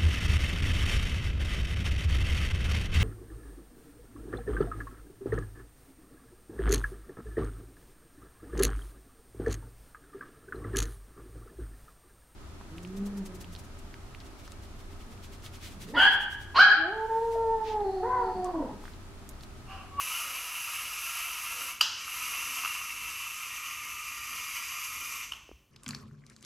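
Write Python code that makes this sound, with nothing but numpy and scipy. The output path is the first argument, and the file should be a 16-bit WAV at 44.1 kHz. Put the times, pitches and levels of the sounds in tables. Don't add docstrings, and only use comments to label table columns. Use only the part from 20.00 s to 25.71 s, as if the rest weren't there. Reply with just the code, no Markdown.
import sys
import numpy as np
from scipy import signal
from scipy.fft import rfft, irfft, next_fast_len
from scipy.io import wavfile
from scipy.ndimage import uniform_filter1d

SR = 44100
rng = np.random.default_rng(int(sys.argv[2]) if len(sys.argv) > 2 else 0)


def generate_wav(signal):
    frames = np.transpose(np.atleast_2d(signal))
    scaled = np.clip(frames, -1, 1) * 32767
    pcm = np.round(scaled).astype(np.int16)
    wavfile.write(sys.argv[1], SR, pcm)


def attenuation_scalar(level_db):
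    decades = np.asarray(level_db, float) / 20
    return 10 ** decades


N = 251811

# start_s, motor_effort_db, tail_turned_to_microphone_0_to_1
FORWARD = [(0.0, -39.5, 0.84), (.4, -39.5, 1), (.9, -39, 0.84), (1.3, -41, 0.86), (1.62, -39, 0.8),
           (1.72, -42.5, 0.66)]
TURNING = [(1.88, -54, 0.63), (2.0, -45.5, 0.51), (2.12, -41, 0.63), (2.5, -38.5, 0.58), (2.9, -43, 0.54),
           (3.15, -43, 0.51), (3.8, -43.5, 0.28), (4.3, -42.5, 0.25), (4.6, -42.5, 0.14), (4.9, -41.5, .08),
           (5.12, -43, .02), (5.25, -45.5, .02)]
# on_s, off_s
POWERED = [
    (0.0, 1.78),
    (2.049, 5.26),
]
# pitch_hz, width_hz, front_level_db, tail_level_db
SHELL = [(1902, 255, -5.5, -10), (2159, 237, -1, -5), (2400, 230, 0, -2.5), (2660, 280, -1.5, 2),
         (2900, 337, -3, -0.5), (3212, 410, -12, -14.5)]
CHASSIS = [(704, 156, -22.5, -16), (994, 157, -9, -3), (1114, 135, -3, -5), (1245, 113, 0.5, 2.5),
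           (1360, 122, -4.5, -0.5), (1646, 370, -13.5, -7.5)]
GEAR_CASE = [(3577, 900, -9, -6), (4480, 890, -13.5, -10), (4874, 330, -3, 0), (5390, 1430, -10, -7.5),
             (6180, 1090, 2, 0), (7430, 1150, -7, -8), (8350, 710, -7, -5)]
BRUSH_HISS = [(9700, 2100, -9.5, -9.5), (10830, 920, -2.5, 2), (11410, 1700, -3, -3),
              (12900, 1440, -8.5, -8), (14800, 2000, -26.5, -16.5)]
# tail_turned_0_to_1, chassis_db, gear_case_db, brush_hiss_db (all re shell)
PARTS_BY_HEADING = [(0, -5.5, -1, -1.5), (.35, -6, -3.5, -4.5), (.7, -5.5, -2.5, -1), (.9, -5.5, -4, -2.5)]
# start_s, beats_per_s, depth_0_to_1
BRUSH_BEAT = [(0, 460, 0.8), (1.7, 560, 0.4), (2.1, 250, 0.2), (3.4, 370, 0.2), (5.3, 335, 0.28)]
TEETH_PER_S, TEETH_SPREAD_DB = 5000, 2.5
COAST_S, IDLE_CASE_DB, IDLE_BRUSH_DB = 0.042, 1, -5.5

# tail_turned_0_to_1, then level_db of multiples 1, 2, 3, 4 of the chopping rate
WHINE_BY_HEADING = [(0, -58, -45.5, -63.5, -75), (.3, -50, -54.5, -70, -82), (.42, -58.5, -56, -64, -84),
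                    (.7, -55.5, -63.5, -74.5, -79), (.9, -62, -58, -73, -68.5)]
# rate_hz, depth_0_to_1, unsteadiness_hz
WHINE_SWAY = [(49.2, 0.19, 6), (249.3, 0.2, 14.4)]
CHOP_HZ, WHINE_T60_S = 1200.2, 0.69
WHINE_FADING_DB, FADINGS_PER_S = 1.3, 3

# start_s, pitch_hz, level_db
SING_LEFT = [(2.2, 2770, -58), (2.28, 2815, -42), (2.38, 2920, -50), (2.5, 2900, -62), (2.62, 2860, -48),
             (2.7, 2795, -42), (2.82, 2770, -43.5), (2.98, 2720, -48), (3.05, 2800, -60)]
SING_RIGHT = [(2.3, 2640, -54), (2.36, 2676, -40), (2.46, 2704, -49), (2.75, 2695, -47), (2.95, 2685, -47),
              (3.25, 2660, -47.5), (3.7, 2640, -61), (3.9, 2660, -45), (4.15, 2630, -59)]
SING_CASE = [(4.0, 4840, -65), (4.25, 4835, -54), (4.9, 4830, -53), (5.2, 4760, -63)]
SING_WIDTH_HZ, SING_WANDER_HZ = 45, 9

# start_s, peak_db, low_mode_share_db, pitch_factor
REVERSAL = [
    (1.8082, -17, -18, .93),
    (1.81, -8, -11, 1.037),
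    (1.8146, -17, -14, 1.04),
]
REBOUNDS = [
    (1.8138, -36, -13, 0.91),
    (1.8217, -35, -16, 1.4),
]
KNOCKS = [(1.619, -42, 8.1, 1.0), (2.079, -41, 11, 1.0), (2.636, -32, 6, .84), (2.648, -28.5, 5.9, .96),
          (2.658, -28, 2.8, 0.99), (2.674, -40, 6, 0.95), (2.751, -40, 8.2, 0.89), (2.814, -41.5, 13, 0.89)]
STOP = [
    (5.3185, -35, -18, 1.06),
    (5.3204, -23, -16, 1.036),
    (5.334, -31, -12, 1.064),
]
# treble_share_db, crack_share_db
HIT_KINDS = [
    (-5.5, -14),
    (-9.5, -0.5),
    (-15.5, -12),
    (-38, -15.5),
]
# pitch_hz, level_db, t60_s
CLACK_LOW = [(774, -15.5, 0.0073), (1013, -17.5, 0.013), (1310, 3, 0.01), (1494, -13, .012)]
CLACK_MID = [(2825, 1.5, 0.0096), (2900, -3.5, 0.0074)]
CLACK_HIGH = [(4086, -12, .01), (4750, 0, .016), (5650, -10, .01), (8250, -20, .006), (11500, -15, .006)]
# pitch_hz, density_db_per_hz
CRACK = [(500, -28.5), (1000, 2.5), (2000, -11.5), (3500, -6.5), (6000, -9.5), (9000, -17.5), (12000, -6.5),
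         (13500, -26), (15500, -36)]
CRACK_T60_S, BLOW_S = 0.015, 0.0018

# start_s, peak_db, pitch_hz, t60_s, thud_db
TAPS = [
    (5.4913, -36.5, 400, 0.013, -58),
    (5.5148, -33, 335, 0.012, -42),
]
THUD_HZ, THUD_T60_S = 60.5, 0.2

# start_s, level_db, low_share_db, treble_share_db, pitch_factor
SCATTERED = [
    (1.811, -5, -4, -1.5, 1.02),
    (2.651, -30, 10, -6, 0.86),
    (5.321, -27.5, 1, -11, 0.914),
]
# pitch_hz, density_db_per_hz
SCATTER_COLOUR = [(300, -58), (600, -25), (980, -14.5), (1300, -9), (1900, -18.5), (2450, -25), (2950, -1),
                  (3450, -17.5), (4750, -11), (5200, -12), (5750, -12), (9000, -34), (12000, -28),
                  (15500, -44)]
# pitch_hz, t60_s
ROOM_DECAY = [(300, 0.68), (1000, 0.64), (2800, 0.74), (6000, 0.73), (11000, 0.49)]
# delay_s, level_db
WALLS = [(.0042, -8.5), (0.0103, -15.5), (0.017, -15.5), (0.026, -16.5)]
MOTOR_WET_DB, CLACK_WET_DB = -0.78, -11

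# pitch_hz, width_hz, front_level_db, tail_level_db
ROLL_BODY = [(254.5, 52, 4.5, -1), (400, 380, -8.5, 1), (480.4, 23, 7, 3), (520, 190, -10, 6.5)]
# centre_s, half_length_s, level_db
SCUFFS = [
    (0.306, 0.076, -64.5),
    (1.616, 0.079, -57.5),
    (2.473, 0.18, -62),
    (4.35, 0.087, -66),
    (5.02, 0.18, -63.5),
]
# pitch_hz, density_db_per_hz
RUMBLE = [(20, -28), (32, -9.5), (47, 1.5), (70, -3.5), (100, -3), (170, -13.5), (270, -12), (600, -22.5),
          (1700, -31.5), (2840, -29.5), (3820, -34.5), (15500, -34)]
ROLL_DB, ROLL_UNEVEN_DB, ROLL_FALL_DB_PER_S, ROLL_END_S = -62.5, 2, -2, 5.4
RUMBLE_DB = -63


def evened(x):
    return x / np.sqrt(np.mean(x ** 2) + 1e-20)


def read(points, hz):
    f, value = np.transpose(points)
    return np.interp(np.log(hz + 1), np.log(f + 1), value)


def shaped(size, points):
    colour = attenuation_scalar(read(points, np.fft.rfftfreq(size, 1 / SR)))
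    return evened(irfft(rfft(rng.standard_normal(size)) * colour, size))


def drift(per_s):
    width = int(SR / per_s)
    smooth = uniform_filter1d(rng.standard_normal(N), width)
    return evened(uniform_filter1d(smooth, width))


def columns(*tables):
    t, rows = np.arange(N) / SR, np.vstack(tables)
    gate = sum((t >= table[0][0]) & (t <= table[-1][0]) for table in tables)
    curves = [np.interp(t, rows[:, 0], c) for c in rows.T[1:]]
    return curves, uniform_filter1d(gate * 1., size=1200)


def by_heading(table):
    turned, rows = columns(FORWARD, TURNING)[0][1], np.array(table)
    return [np.interp(turned, rows[:, 0], c) for c in rows.T[1:]]


def current(early_s):
    return columns(*[[(on, 1), (off - early_s, 1)] for on, off in POWERED])[1]


def ring(x, modes, turned):
    size = next_fast_len(len(x) + 8192)
    hz, spectrum = np.fft.rfftfreq(size, 1 / SR), rfft(x, size)
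    shapes = np.array([(-1) ** k / (1 + 2j * (hz - f) / w) ** 2 for k, (f, w, *_) in enumerate(modes)])
    front_db, tail_db = np.transpose(modes)[2:]
    front = evened(irfft(spectrum * (attenuation_scalar(front_db) @ shapes), size)[:len(x)])
    tail = evened(irfft(spectrum * (attenuation_scalar(tail_db) @ shapes), size)[:len(x)])
    return (1 - turned) * front + turned * tail


def add(mix, s, sound):
    part = mix[round(s * SR):][:len(sound)]
    part += sound[:len(part)]


def teeth():
    size_db = TEETH_SPREAD_DB * np.minimum(rng.exponential(1, N), 5)
    size = attenuation_scalar(size_db) * rng.choice([-1, 1], N)
    knocks = evened(size * (rng.random(N) < TEETH_PER_S / SR))
    return evened(knocks + 0.49 * rng.standard_normal(N))


def gears():
    (shell_db, turned), gate = columns(FORWARD, TURNING)
    idle = 1 - current(COAST_S)
    chassis_db, case_db, brush_db = by_heading(PARTS_BY_HEADING)
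    (per_s, depth), _ = columns(BRUSH_BEAT)
    beat = 1 + depth * np.cos(2 * np.pi * np.cumsum(per_s * (1 + .012 * drift(8))) / SR)
    chassis_db = chassis_db + 0.8 * drift(40) + 0.4 * drift(2.3)
    shell = attenuation_scalar(0.78 * drift(43)) * ring(teeth(), SHELL, turned)
    chassis = attenuation_scalar(chassis_db) * ring(teeth(), CHASSIS, turned)
    case = attenuation_scalar(case_db + IDLE_CASE_DB * idle) * ring(teeth(), GEAR_CASE, turned)
    brush = attenuation_scalar(brush_db + IDLE_BRUSH_DB * idle) * beat * ring(teeth(), BRUSH_HISS, turned)
    load_db = shell_db - 4.0 + 1.03 * drift(54) + 0.83 * drift(4.8)
    return gate * attenuation_scalar(load_db) * (shell + chassis + case + brush)


def whine():
    gate, keep = current(0), attenuation_scalar(-60 / WHINE_T60_S / SR)
    lingering = signal.lfilter([1 - keep], [1, -keep], gate)
    gate = np.maximum(gate, 0.34 * lingering)
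    sway = 1
    for hz, depth, loose_hz in WHINE_SWAY:
        sway = sway + depth * np.cos(2 * np.pi * np.cumsum(hz + loose_hz * drift(7.93)) / SR)
    turns, tones = np.arange(N) * CHOP_HZ / SR, np.zeros(N)
    for multiple, db in enumerate(by_heading(WHINE_BY_HEADING), 1):
        level = attenuation_scalar(db + WHINE_FADING_DB * drift(FADINGS_PER_S) + 0.5 * drift(15))
        tones += level * np.sin(2 * np.pi * multiple * turns)
    return np.sqrt(2) * gate * sway * tones


def sing(rows, width_hz, steady):
    (hz, db), gate = columns(rows)
    fuzz = steady + 0.82 * (drift(width_hz) + 1j * drift(width_hz))
    phase = 2 * np.pi * np.cumsum(hz + SING_WANDER_HZ * drift(14)) / SR
    return gate * attenuation_scalar(db) * (fuzz * np.exp(1j * phase)).real


def singing():
    trains = sing(SING_LEFT, SING_WIDTH_HZ, .8) + sing(SING_RIGHT, SING_WIDTH_HZ, .8)
    return trains + sing(SING_CASE, 240, .1)


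def struck(modes, pitch, t):
    return sum(attenuation_scalar(db - 60 * t / t60) * np.sin(2 * np.pi * hz * pitch * t) for hz, db, t60 in modes)


def clacks():
    t, out = np.arange(2000) / SR, np.zeros(N)
    rise = 1 - np.exp(-(t / BLOW_S) ** 2)
    for hits, (high_db, crack_db) in zip((REVERSAL, REBOUNDS, KNOCKS, STOP), HIT_KINDS):
        for s, db, low_db, pitch in hits:
            low = attenuation_scalar(low_db) * struck(CLACK_LOW, pitch, t)
            mid = struck(CLACK_MID, pitch, t)
            high = attenuation_scalar(high_db) * struck(CLACK_HIGH, 1, t)
            crack = attenuation_scalar(crack_db - 60 * t / CRACK_T60_S) * shaped(len(t), CRACK)
            add(out, s, attenuation_scalar(db + 10.0) * rise * (mid + low + high + crack))
    return out


def taps():
    t, out = np.arange(12000) / SR, np.zeros(N)
    for s, db, hz, t60, thud_db in TAPS:
        turns = hz * (t + .001 * (1 - np.exp(-t / 0.00029)))
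        knock = -attenuation_scalar(db - 60 * t / t60) * np.sin(2 * np.pi * turns) * (1 - np.exp(-t / 0.00038))
        swell = 1 - np.exp(-(t / 0.018) ** 2)
        thud = attenuation_scalar(thud_db - 60 * t / THUD_T60_S) * np.sin(2 * np.pi * THUD_HZ * (t - .011)) * swell
        add(out, s, knock + thud)
    return out


def scattered():
    hz, out = np.fft.rfftfreq(1024, 1 / SR), np.zeros(N)
    for s, db, low_db, high_db, pitch in SCATTERED:
        colour_db = read(SCATTER_COLOUR, hz / pitch) + low_db * (hz < 1900) + high_db * (hz > 3500)
        pulse = np.fft.fftshift(irfft(attenuation_scalar(colour_db)))
        add(out, s - 512 / SR, attenuation_scalar(db) * pulse / np.linalg.norm(pulse))
    return out


def room():
    slots = np.arange(280, SR - 20, 20)
    sparse = np.zeros(SR)
    sparse[slots + rng.integers(0, 20, len(slots))] = rng.choice([-1., 1.], len(slots))
    hz, t, z = signal.stft(sparse, SR, nperseg=256)
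    decay = attenuation_scalar(-60 * t / read(ROOM_DECAY, hz)[:, None])
    tail = signal.istft(z * decay, SR, nperseg=256)[1]
    tail = tail / np.linalg.norm(tail)
    for s, db in WALLS:
        add(tail, s * rng.uniform(.9, 1.1), attenuation_scalar([db]))
    return tail


def reverberation(motors, hits):
    sent = attenuation_scalar(MOTOR_WET_DB) * motors + attenuation_scalar(CLACK_WET_DB) * hits + 2.92 * scattered()
    lead = sent[:SR // 2][::-1]
    sent = np.r_[lead, sent]
    place = np.pi * np.arange(len(sent)) / SR / .22
    wet = sum(signal.fftconvolve(sent * np.cos(place + k * np.pi / 3), room()) for k in range(3))
    return wet[len(lead):][:N] * np.sqrt(2 / 3)


def wheels():
    t = np.arange(N) / SR
    roll_db = ROLL_DB + ROLL_FALL_DB_PER_S * t + ROLL_UNEVEN_DB * drift(15)
    roll = attenuation_scalar(roll_db) * (t < ROLL_END_S)
    for s, half_s, db in SCUFFS:
        roll += attenuation_scalar(db) * np.exp(-((t - s) / half_s) ** 2)
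    turned = np.clip(1.6 - t / 1.63, 0, 1)
    return attenuation_scalar(-5.0) * roll * ring(rng.standard_normal(N), ROLL_BODY, turned)


def background():
    return attenuation_scalar(RUMBLE_DB + 1.5 * drift(9.7)) * shaped(N + 1, RUMBLE)[:N]


def scene():
    motors, hits = gears(), clacks()
    robot = motors + whine() + singing() + hits + wheels()
    mix = robot + reverberation(motors, hits) + taps() + background()
    return np.tile(mix, (2, 1))


def top_cut(x):
    return signal.sosfilt(signal.butter(12, 15640, fs=SR, output="sos"), x)


def record(dry):
    return top_cut(dry)


dry = scene()
out = record(dry)
generate_wav(out)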